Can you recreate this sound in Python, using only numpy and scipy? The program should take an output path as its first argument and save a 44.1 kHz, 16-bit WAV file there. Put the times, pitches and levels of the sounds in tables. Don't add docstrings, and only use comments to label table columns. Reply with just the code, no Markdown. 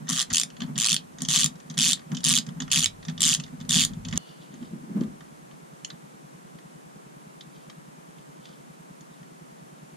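import sys
import numpy as np
from scipy import signal
from scipy.fft import rfft, irfft, next_fast_len
from scipy.io import wavfile

SR = 44100
rng = np.random.default_rng(int(sys.argv[2]) if len(sys.argv) > 2 else 0)


def dump_mix(stems):
    frames = np.atleast_2d(stems).T
    limited = np.clip(frames, -1, 1)
    pcm = np.round(limited * 32767).astype(np.int16)
    wavfile.write(sys.argv[1], SR, pcm)


N = 439236
TIME = np.arange(N) / SR
RATCHET_END_S, MOUNT_PUSH_S = 4.179, 4.44

# (frequency [Hz], spectral density [dB])
HISS_MID = [(20, -47), (80, -47), (103, -52), (130, -6), (166, -0.5), (283, -6), (634, -14.5), (1280, -18),
            (3320, -24), (4980, -28), (6560, -25), (9410, -26.5), (12700, -33.5), (15000, -45),
            (16000, -66)]
HISS_SIDE = [(59, -72.5), (100, -50), (135, -9), (156, 0), (373, -4.5), (442, -6), (768, -5.5), (818, -8),
             (970, -6), (3780, -29.5), (6290, -26), (10000, -27.5), (14400, -39.5), (16000, -55)]
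# (time [s], knock level [dB], shaking level [dB])
JOLTS = [(.01, -60, -32), (.096, -41, -27.5), (.308, -19, -30.5), (0.429, -60, -36), (0.618, -15.5, -23),
         (.68, -60, -25.5), (.758, -45, -27), (0.919, -60, -30), (1.211, -64, -27.5), (1.286, -24, -29.5),
         (1.37, -60, -29.5), (1.446, -17, -29.5), (1.703, -26, -34.5), (1.781, -16, -24.5),
         (1.849, -60, -29), (1.882, -17, -28.5), (2.119, -27, -21.5), (2.26, -60, -22), (2.31, -60, -23.5),
         (2.37, -60, -28), (2.479, -30, -29), (2.564, -35, -32), (2.608, -27, -26.5), (2.761, -31, -25),
         (3.084, -20, -27.5), (3.2, -60, -28.5), (3.257, -15, -28), (3.313, -20, -30), (3.385, -60, -31.5),
         (3.527, -34, -33), (3.6, -60, -32), (3.697, -13.5, -26.5), (3.751, -16, -21), (3.81, -60, -24.5),
         (3.9, -60, -30.5), (3.967, -32, -32.5), (4.06, -60, -31), (4.129, -14, -23.5), (4.17, -60, -39.5),
         (4.521, -60, -37.5), (4.613, -60, -33), (4.73, -20.5, -31.5), (4.83, -60, -36), (4.894, -25, -30),
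         (4.962, -29, -19.5), (5.01, -7, -22.5), (5.09, -60, -39), (5.53, -55, -53), (5.924, -58, -44)]
# (frequency [Hz], spectral density [dB])
SHAKE_SPECTRUM = [(53, -50), (90, -36), (108, -42), (134, -9), (157, 3.5), (205, -7), (252, -2),
                  (265, -7.5), (296, -31), (376, -63.5), (400, -63), (520, -60.5), (880, -120)]
PUSH_SPECTRUM = [(53, -56), (90, -40), (107, -47), (141, -3.5), (221, 2.5), (300, -9.5), (341, -9.5),
                 (500, -27), (620, -29), (810, -49), (1360, -120)]
SWAY_SPECTRUM = [(12, -31), (20, -3.5), (59, -6), (86, -4.5), (100, 7), (130, -8), (220, -120)]
RUB_SPECTRUM = [(250, -24), (330, -2), (500, -11.5), (1000, -9.5), (2000, -19), (4000, -34)]
# (time [s], level [dB])
SWAY_SPELLS = [
    [(0, -74), (.3, -76), (.4, -77), (.66, -60), (1.12, -69), (1.45, -54), (1.6, -76), (1.85, -58),
     (2.05, -73), (2.26, -60), (2.48, -70), (2.62, -57), (2.78, -46.5), (3.02, -57.5), (3.32, -52.5),
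     (3.5, -60), (3.76, -49), (3.92, -48), (4.17, -40)],
    [(4.5, -80), (4.62, -65), (4.87, -74), (5.1, -52), (5.2, -71), (5.6, -80)],
]
# (frequency [Hz], level [dB])
THUMP_SPECTRUM = [(90, -50), (112, -45), (135, 0.5), (158, 4.5), (200, -2), (300, -20), (600, -33.5),
                  (1200, -51)]
SAG_SPECTRUM = [(10, -30), (35, -17), (70, -20), (105, -25), (130, -60)]
THUMP_STARTS = [.024, 4.2005]
# (frequency [Hz], bandwidth [Hz], level [dB])
LOW_MODES = [(2520, 730, -12), (3040, 770, 2.5), (3403, 990, 2.5), (4120, 200, -3), (4564, 490, -7.5)]
HIGH_MODES = [(6100, 1140, -0.5), (6940, 410, 6.5), (7200, 530, 3.5), (8380, 83, -2), (8800, 450, -7),
              (9950, 1470, -9.5), (11700, 360, -20.5), (14000, 2600, -23)]
KNOCK_MODES = [(715, 55, -7), (1186, 99, 6), (1430, 280, 0), (1876, 250, 6)]
# (modes, lower edge [Hz], upper edge [Hz], coherence [0-1], left over right [dB])
MODE_GROUPS = [(LOW_MODES, 1960, 8900, 0.84, -2.2), (HIGH_MODES, 3630, 14000, 0.23, 0.4),
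               (KNOCK_MODES, 520, 2850, 0.082, -0.36)]
# (time [s], low modes [dB], high modes [dB], knock modes [dB])
TICKS = [(.0704, -48, -47, -45), (.0807, -38, -44, -45), (.0877, -32, -27, -42), (.3017, -37, -34, -40),
         (.3061, -33, -37, -34), (.3164, -35, -37, -38), (.5018, -44, -48, -50), (.5668, -44, -50, -48),
         (.6044, -35, -38, -38), (.6186, -29, -38, -37), (.6346, -43, -51, -49), (.7571, -34, -43, -49),
         (.764, -40, -42, -41), (1.1849, -41, -38, -47), (1.2053, -40, -40, -45), (1.2324, -42, -34, -48),
         (1.2495, -29, -27, -49), (1.2586, -49, -37, -49), (1.6994, -40, -35, -49), (1.7104, -48, -42, -48),
         (1.7406, -45, -46, -55), (1.7722, -33, -37, -40), (2.1175, -42, -41, -41), (2.1479, -35, -35, -47),
         (2.1687, -32, -31, -47), (2.1846, -46, -42, -53), (2.2051, -42, -42, -52), (2.2334, -36, -43, -46),
         (2.465, -44, -41, -47), (2.4888, -41, -48, -44), (2.6023, -31, -28, -32), (2.6202, -32, -33, -41),
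         (2.6788, -44, -47, -40), (2.7022, -40, -42, -52), (3.0502, -41, -39, -47), (3.0839, -32, -38, -37),
         (3.0971, -38, -43, -45), (3.1782, -31, -41, -47), (3.1961, -46, -42, -46), (3.399, -32, -32, -43),
         (3.437, -36, -43, -53), (3.6017, -46, -48, -50), (3.6111, -41, -45, -49), (3.9346, -44, -48, -54),
         (4.0497, -35, -38, -47), (4.0849, -36, -34, -46), (4.1109, -44, -43, -49), (4.126, -31, -35, -31),
         (4.135, -38, -38, -38), (4.1574, -39, -37, -44), (4.1655, -39, -40, -47), (4.54, -54, -48, -49),
         (4.6268, -52, -54, -50), (5.0083, -47, -48, -48), (5.0348, -48, -53, -47), (5.2069, -48, -53, -45),
         (5.5117, -51, -62, -48), (5.847, -28, -28, -45), (5.9021, -37, -44, -40), (6.5866, -51, -66, -50),
         (7.4086, -38, -66, -53), (7.6985, -42, -50, -46), (8.1833, -53, -61, -57), (8.4551, -43, -58, -52),
         (8.4901, -52, -57, -55), (9.0074, -55, -48, -59), (9.2298, -53, -58, -53)]
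# (time [s], handle angle [teeth], pawl level [dB])
STROKES = [
    [(.0919, 0, -21), (.1085, 2, -21), (.1322, 4, -24), (.1479, 6, -31), (.1614, 8, -25), (.1847, 11, -24),
     (.1927, 12, -19), (.2161, 15, -21), (.2264, 16, -27)],
    [(.3299, 0, -25), (.3355, 1, -21), (.3575, 3, -16), (.3824, 5, -16), (.4143, 7, -18), (.4341, 8, -22)],
    [(.7786, 0, -19), (.7876, 1, -21), (.8005, 2, -21), (.8707, 10, -17), (.8859, 11, -20),
     (.9175, 15, -18), (.9286, 16, -20), (.9429, 17, -20), (.9649, 18, -21)],
    [(1.2198, 0, -25)],
    [(1.2868, 0, -19), (1.33, 5, -20), (1.3445, 7, -20), (1.3608, 10, -16), (1.3878, 14, -20),
     (1.4063, 17, -19), (1.422, 19, -19), (1.4437, 21, -18), (1.4612, 22, -17)],
    [(1.7786, 0, -17), (1.7997, 2, -16), (1.8163, 4, -17), (1.8554, 10, -17), (1.865, 12, -18),
     (1.911, 19, -20), (1.9197, 20, -19), (1.9323, 21, -18)],
    [(2.2421, 0, -18), (2.2493, 1, -17), (2.2588, 2, -19), (2.3057, 9, -17), (2.3275, 13, -20),
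     (2.339, 14, -21), (2.3663, 18, -18), (2.3751, 19, -20), (2.386, 20, -19)],
    [(2.7155, 0, -18), (2.7319, 2, -17), (2.7442, 4, -18), (2.7673, 7, -18), (2.7934, 11, -18),
     (2.8177, 13, -22), (2.8434, 16, -15), (2.8586, 17, -16)],
    [(3.2064, 0, -18), (3.2304, 2, -17), (3.2457, 4, -17), (3.3222, 16, -19), (3.3393, 18, -17),
     (3.3497, 19, -15)],
    [(3.6941, 0, -19), (3.7078, 1, -17), (3.7198, 2, -18), (3.7358, 4, -18), (3.756, 7, -16),
     (3.7612, 8, -17), (3.8201, 17, -19), (3.8277, 18, -20), (3.8372, 19, -18), (3.8501, 20, -17)],
    [(4.1755, 0, -19)],
]
# (low modes [dB], high modes [dB], knock modes [dB], rise of low modes [dB])
STROKE_TIMBRES = [(-3.5, -1, -12, 10), (-3.5, 1.5, -20, 1), (-1, 1.5, -17, 6), (-6.5, 2.5, -16, -1),
                  (-1.5, 1, -18.5, 2.5), (-1, -0.5, -19, 2.5), (-1, 1, -18.5, 3), (-2, 0, -18, -1),
                  (-1.5, 0.5, -18.5, 2), (-0.5, -2, -18, 2), (-4.5, 2, -23, 2)]
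DRAG_LEVELS = [-38.5, -42, -41, -60, -34.5, -36.5, -41.5, -36.5, -37.5, -35, -60]
# (frequency [Hz], level [dB], time to fall 60 dB [s])
RING_MODES = [(2890, -58, 1.2), (3000, -60, 1.1), (3480, -64, .8), (4330, -60, 1.1), (4600, -61, 1.0),
              (6050, -66, .8)]
# (time [s], level [dB])
SCRAPES = [(4.292, -52), (4.42, -55), (4.546, -56), (4.635, -55), (7.565, -57), (7.63, -61), (8.185, -64),
           (8.46, -52), (8.51, -56), (9.136, -63), (9.234, -73)]


def from_db(db):
    return 10 ** (np.asarray(db) / 20)


def unit_rms(x):
    return x / np.sqrt(np.mean(x ** 2) + 1e-20)


def colour(x, spectrum):
    size = next_fast_len(N + SR // 4)
    hz, db = np.transpose(spectrum)
    log_hz = np.log(np.arange(size // 2 + 1) * SR / size + 1)
    gain = from_db(np.interp(log_hz, np.log(hz), db))
    return irfft(rfft(x, size) * gain, size)[..., :N]


def noise(spectrum):
    return unit_rms(colour(rng.standard_normal(N), spectrum))


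def drift(corner_hz):
    pole = np.exp(-2 * np.pi * corner_hz / SR)
    return unit_rms(signal.lfilter([1], [1, -2 * pole, pole * pole], rng.standard_normal(N + SR))[SR:])


def impulses(seconds, heights):
    train = np.zeros(N)
    np.add.at(train, np.round(np.asarray(seconds) * SR).astype(int), heights)
    return train


def swells(seconds, peaks_db, rise_db_per_s, fall_db_per_s):
    t = np.arange(N // 32 + 2) * 32 / SR
    level_db = np.full(len(t), -120.)
    for s, db in zip(seconds, peaks_db):
        slope = np.where(t < s, rise_db_per_s, fall_db_per_s)
        level_db = np.maximum(level_db, db - slope * np.abs(t - s))
    return from_db(np.interp(TIME, t, level_db))


def resonate(x, modes, strengths_db=None):
    out = 0
    for k, (hz, width_hz, db) in enumerate(modes):
        radius = np.exp(-np.pi * width_hz / SR)
        b = (1 - radius ** 2) / 2 * np.array([1, 0, -1])
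        a = [1, -2 * radius * np.cos(2 * np.pi * hz / SR), radius ** 2]
        db = db if strengths_db is None else db + strengths_db[:, k:k + 1]
        out = out + (-1) ** k * from_db(db) * signal.lfilter(b, a, x + 1e-18)
    return out


def microphone_hiss():
    mid = from_db(-54) * noise(HISS_MID)
    side = from_db(-49.5) * noise(HISS_SIDE)
    return np.array([mid + side, mid - side])


def mount_vibration():
    s, knock_db, shake_db = np.transpose(JOLTS)
    ratcheting = TIME < RATCHET_END_S
    moving = ratcheting | (TIME > MOUNT_PUSH_S)
    peak_s = s + .011
    rub_db = shake_db - 23.5 - 3.5 * (s > RATCHET_END_S)
    shake = moving * swells(peak_s, shake_db, rise_db_per_s=477, fall_db_per_s=166)
    rub = moving * swells(peak_s, rub_db, rise_db_per_s=477, fall_db_per_s=347)
    sway = sum(from_db(np.interp(TIME, *np.transpose(spell), left=-120, right=-120))
               for spell in SWAY_SPELLS)

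    def rumble():
        return shake * np.where(ratcheting, noise(SHAKE_SPECTRUM), noise(PUSH_SPECTRUM))

    blows = impulses(s + .00557, from_db(knock_db + 36.5))
    knocks = np.where(ratcheting, colour(blows, SHAKE_SPECTRUM), colour(blows, PUSH_SPECTRUM))
    thud = colour(impulses(seconds=[.328], heights=1), SWAY_SPECTRUM)
    knocks += from_db(-34) * thud / thud.max()
    lumps = from_db(1.2 * drift(20))
    mid = from_db(-5) * rumble() * lumps + sway * noise(SWAY_SPECTRUM) + knocks
    mid += rub * noise(RUB_SPECTRUM)
    side = from_db(-13) * rumble() + from_db(1) * rub * noise(RUB_SPECTRUM)
    return np.array([mid + side, mid - side])


def interference_thumps(period_s=.1024, sag_lag_s=.004):
    ratchet_s, bolt_s = (np.arange(start, N / SR - sag_lag_s, period_s) for start in THUMP_STARTS)
    s = np.concatenate([ratchet_s[ratchet_s < RATCHET_END_S], bolt_s])
    heights = from_db(rng.normal(0, 1.3, len(s)))
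    pulses = colour(impulses(s, heights), THUMP_SPECTRUM)
    sags = colour(impulses(s + sag_lag_s, heights), SAG_SPECTRUM)
    unit_peak = colour(impulses([1], 1), THUMP_SPECTRUM).max()
    return from_db(-36.5) * (pulses - sags) / unit_peak


def impacts(rows, chatter_t60_s, top_hz, rise_s=.0003, spread_db=2.5):
    s, *levels_db = np.transpose(rows)
    t = TIME[:SR // 25]
    chatter = (1 - np.exp(-t / rise_s)) * from_db(-60 * t / chatter_t60_s)
    samples = np.round((s - .0005) * SR).astype(int)[:, None] + np.arange(len(t))
    left_right = np.array([1, -1])[:, None, None]
    out = np.zeros((2, N + len(t)))
    for (modes, low_hz, high_hz, coherence, balance_db), level_db in zip(MODE_GROUPS, levels_db):
        mid, side = np.moveaxis(rng.standard_normal((len(s), 2, len(t))), 1, 0) * chatter
        force = np.sqrt(1 + coherence) * mid + np.sqrt(1 - coherence) * side * left_right
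        band = signal.butter(2, [low_hz, min(high_hz, top_hz)], "band", fs=SR, output="sos")
        strengths_db = rng.normal(0, spread_db, (len(s), len(modes)))
        response = resonate(signal.sosfilt(band, force), modes, strengths_db)
        response *= from_db(left_right * balance_db / 2)
        onset_rms = np.sqrt(np.mean(response[..., :SR // 330] ** 2, axis=(0, 2)))
        response *= (from_db(level_db) / onset_rms)[:, None]
        for channel in range(2):
            np.add.at(out[channel], samples, response[channel])
    return out[:, :N]


def metal_ticks(loose_count=30):
    loose_s = rng.uniform(.01, RATCHET_END_S, loose_count)
    loose_db = rng.normal(-52, 4, (loose_count, 3))
    rows = np.vstack([TICKS, np.column_stack([loose_s, loose_db])])
    return from_db(-4) * impacts(rows, chatter_t60_s=.028, top_hz=6800)


def pawl_clicks(spread_db=2.2, jitter_s=.0003):
    rows = []
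    for stroke, (*timbre_db, rise_db) in zip(STROKES, STROKE_TIMBRES):
        s, angle, db = np.transpose(stroke)
        teeth = np.arange(angle[-1] + 1)
        scatter = rng.standard_normal((len(teeth), 4))
        drop_s = np.interp(teeth, angle, s) + jitter_s * scatter[:, 0]
        levels_db = np.interp(teeth, angle, db)[:, None] + timbre_db + spread_db * scatter[:, 1:]
        levels_db[:, 0] += rise_db * (teeth / len(teeth) - .5)
        rows.extend(np.column_stack([drop_s, levels_db]))
    return from_db(-3) * impacts(rows, chatter_t60_s=.006, top_hz=16000)


def pawl_drag(edge_s=.0044):
    envelope = np.zeros(N)
    for stroke, db in zip(STROKES, DRAG_LEVELS):
        start, end = stroke[0][0], stroke[-1][0]
        envelope += from_db(db) * np.interp(TIME, [start - edge_s, start, end, end + edge_s], [0, 1, 1, 0])
    mid, side = rng.standard_normal((2, N)) * from_db(4.1 * drift(150))
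    friction = mid + .76 * side * [[1], [-1]]
    low = unit_rms(resonate(friction, LOW_MODES))
    high = unit_rms(resonate(friction, HIGH_MODES))
    return envelope * (low + from_db(2.5) * high)


def workshop_reverb(x, t60_s=.13, treble_t60_s=.11):
    t = TIME[:SR // 4]
    shared, *separate = rng.standard_normal((3, len(t)))
    reflections = 1.5 * shared + np.array(separate)
    dull = signal.sosfilt(signal.butter(2, 5000, fs=SR, output="sos"), reflections)
    tail = dull * from_db(-60 * t / t60_s) + (reflections - dull) * from_db(-60 * t / treble_t60_s)
    tail *= t > .002
    tail /= np.sqrt(np.sum(tail ** 2, axis=1, keepdims=True))
    return from_db(-7.5) * signal.fftconvolve(x, tail, axes=1)[:, :N]


def metal_ring(width_hz=70):
    out = np.zeros((2, N))
    start = round(RATCHET_END_S * SR)
    for hz, db, t60_s in RING_MODES:
        wavering = unit_rms(resonate(rng.standard_normal((2, SR)), [(hz, width_hz, 0)]))
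        out[:, start:start + SR] += wavering * from_db(db - 60 * TIME[:SR] / t60_s)
    return out


def bolt_scrapes():
    envelope = swells(*np.transpose(SCRAPES), rise_db_per_s=300, fall_db_per_s=150)
    friction = rng.standard_normal(N) * from_db(2.9 * drift(88))
    return from_db(-5) * envelope * unit_rms(resonate(friction, LOW_MODES))


def scene():
    clicks, ticks, scrapes = pawl_clicks(), metal_ticks(), bolt_scrapes()
    ratcheting = TIME < RATCHET_END_S
    ratchet = (ticks + clicks + pawl_drag()) * ratcheting
    ratchet = (ratchet + workshop_reverb(ratchet)) * ratcheting
    bolt = ticks * (TIME >= RATCHET_END_S + .05) + scrapes
    bolt = bolt + from_db(-2) * workshop_reverb(bolt)
    return ratchet + bolt + metal_ring() + mount_vibration() + interference_thumps() + microphone_hiss()


def record(dry, stopband_hz=16560):
    return signal.sosfilt(signal.cheby2(12, 70, stopband_hz, fs=SR, output="sos"), dry)


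dry = scene()
out = record(dry)
dump_mix(out)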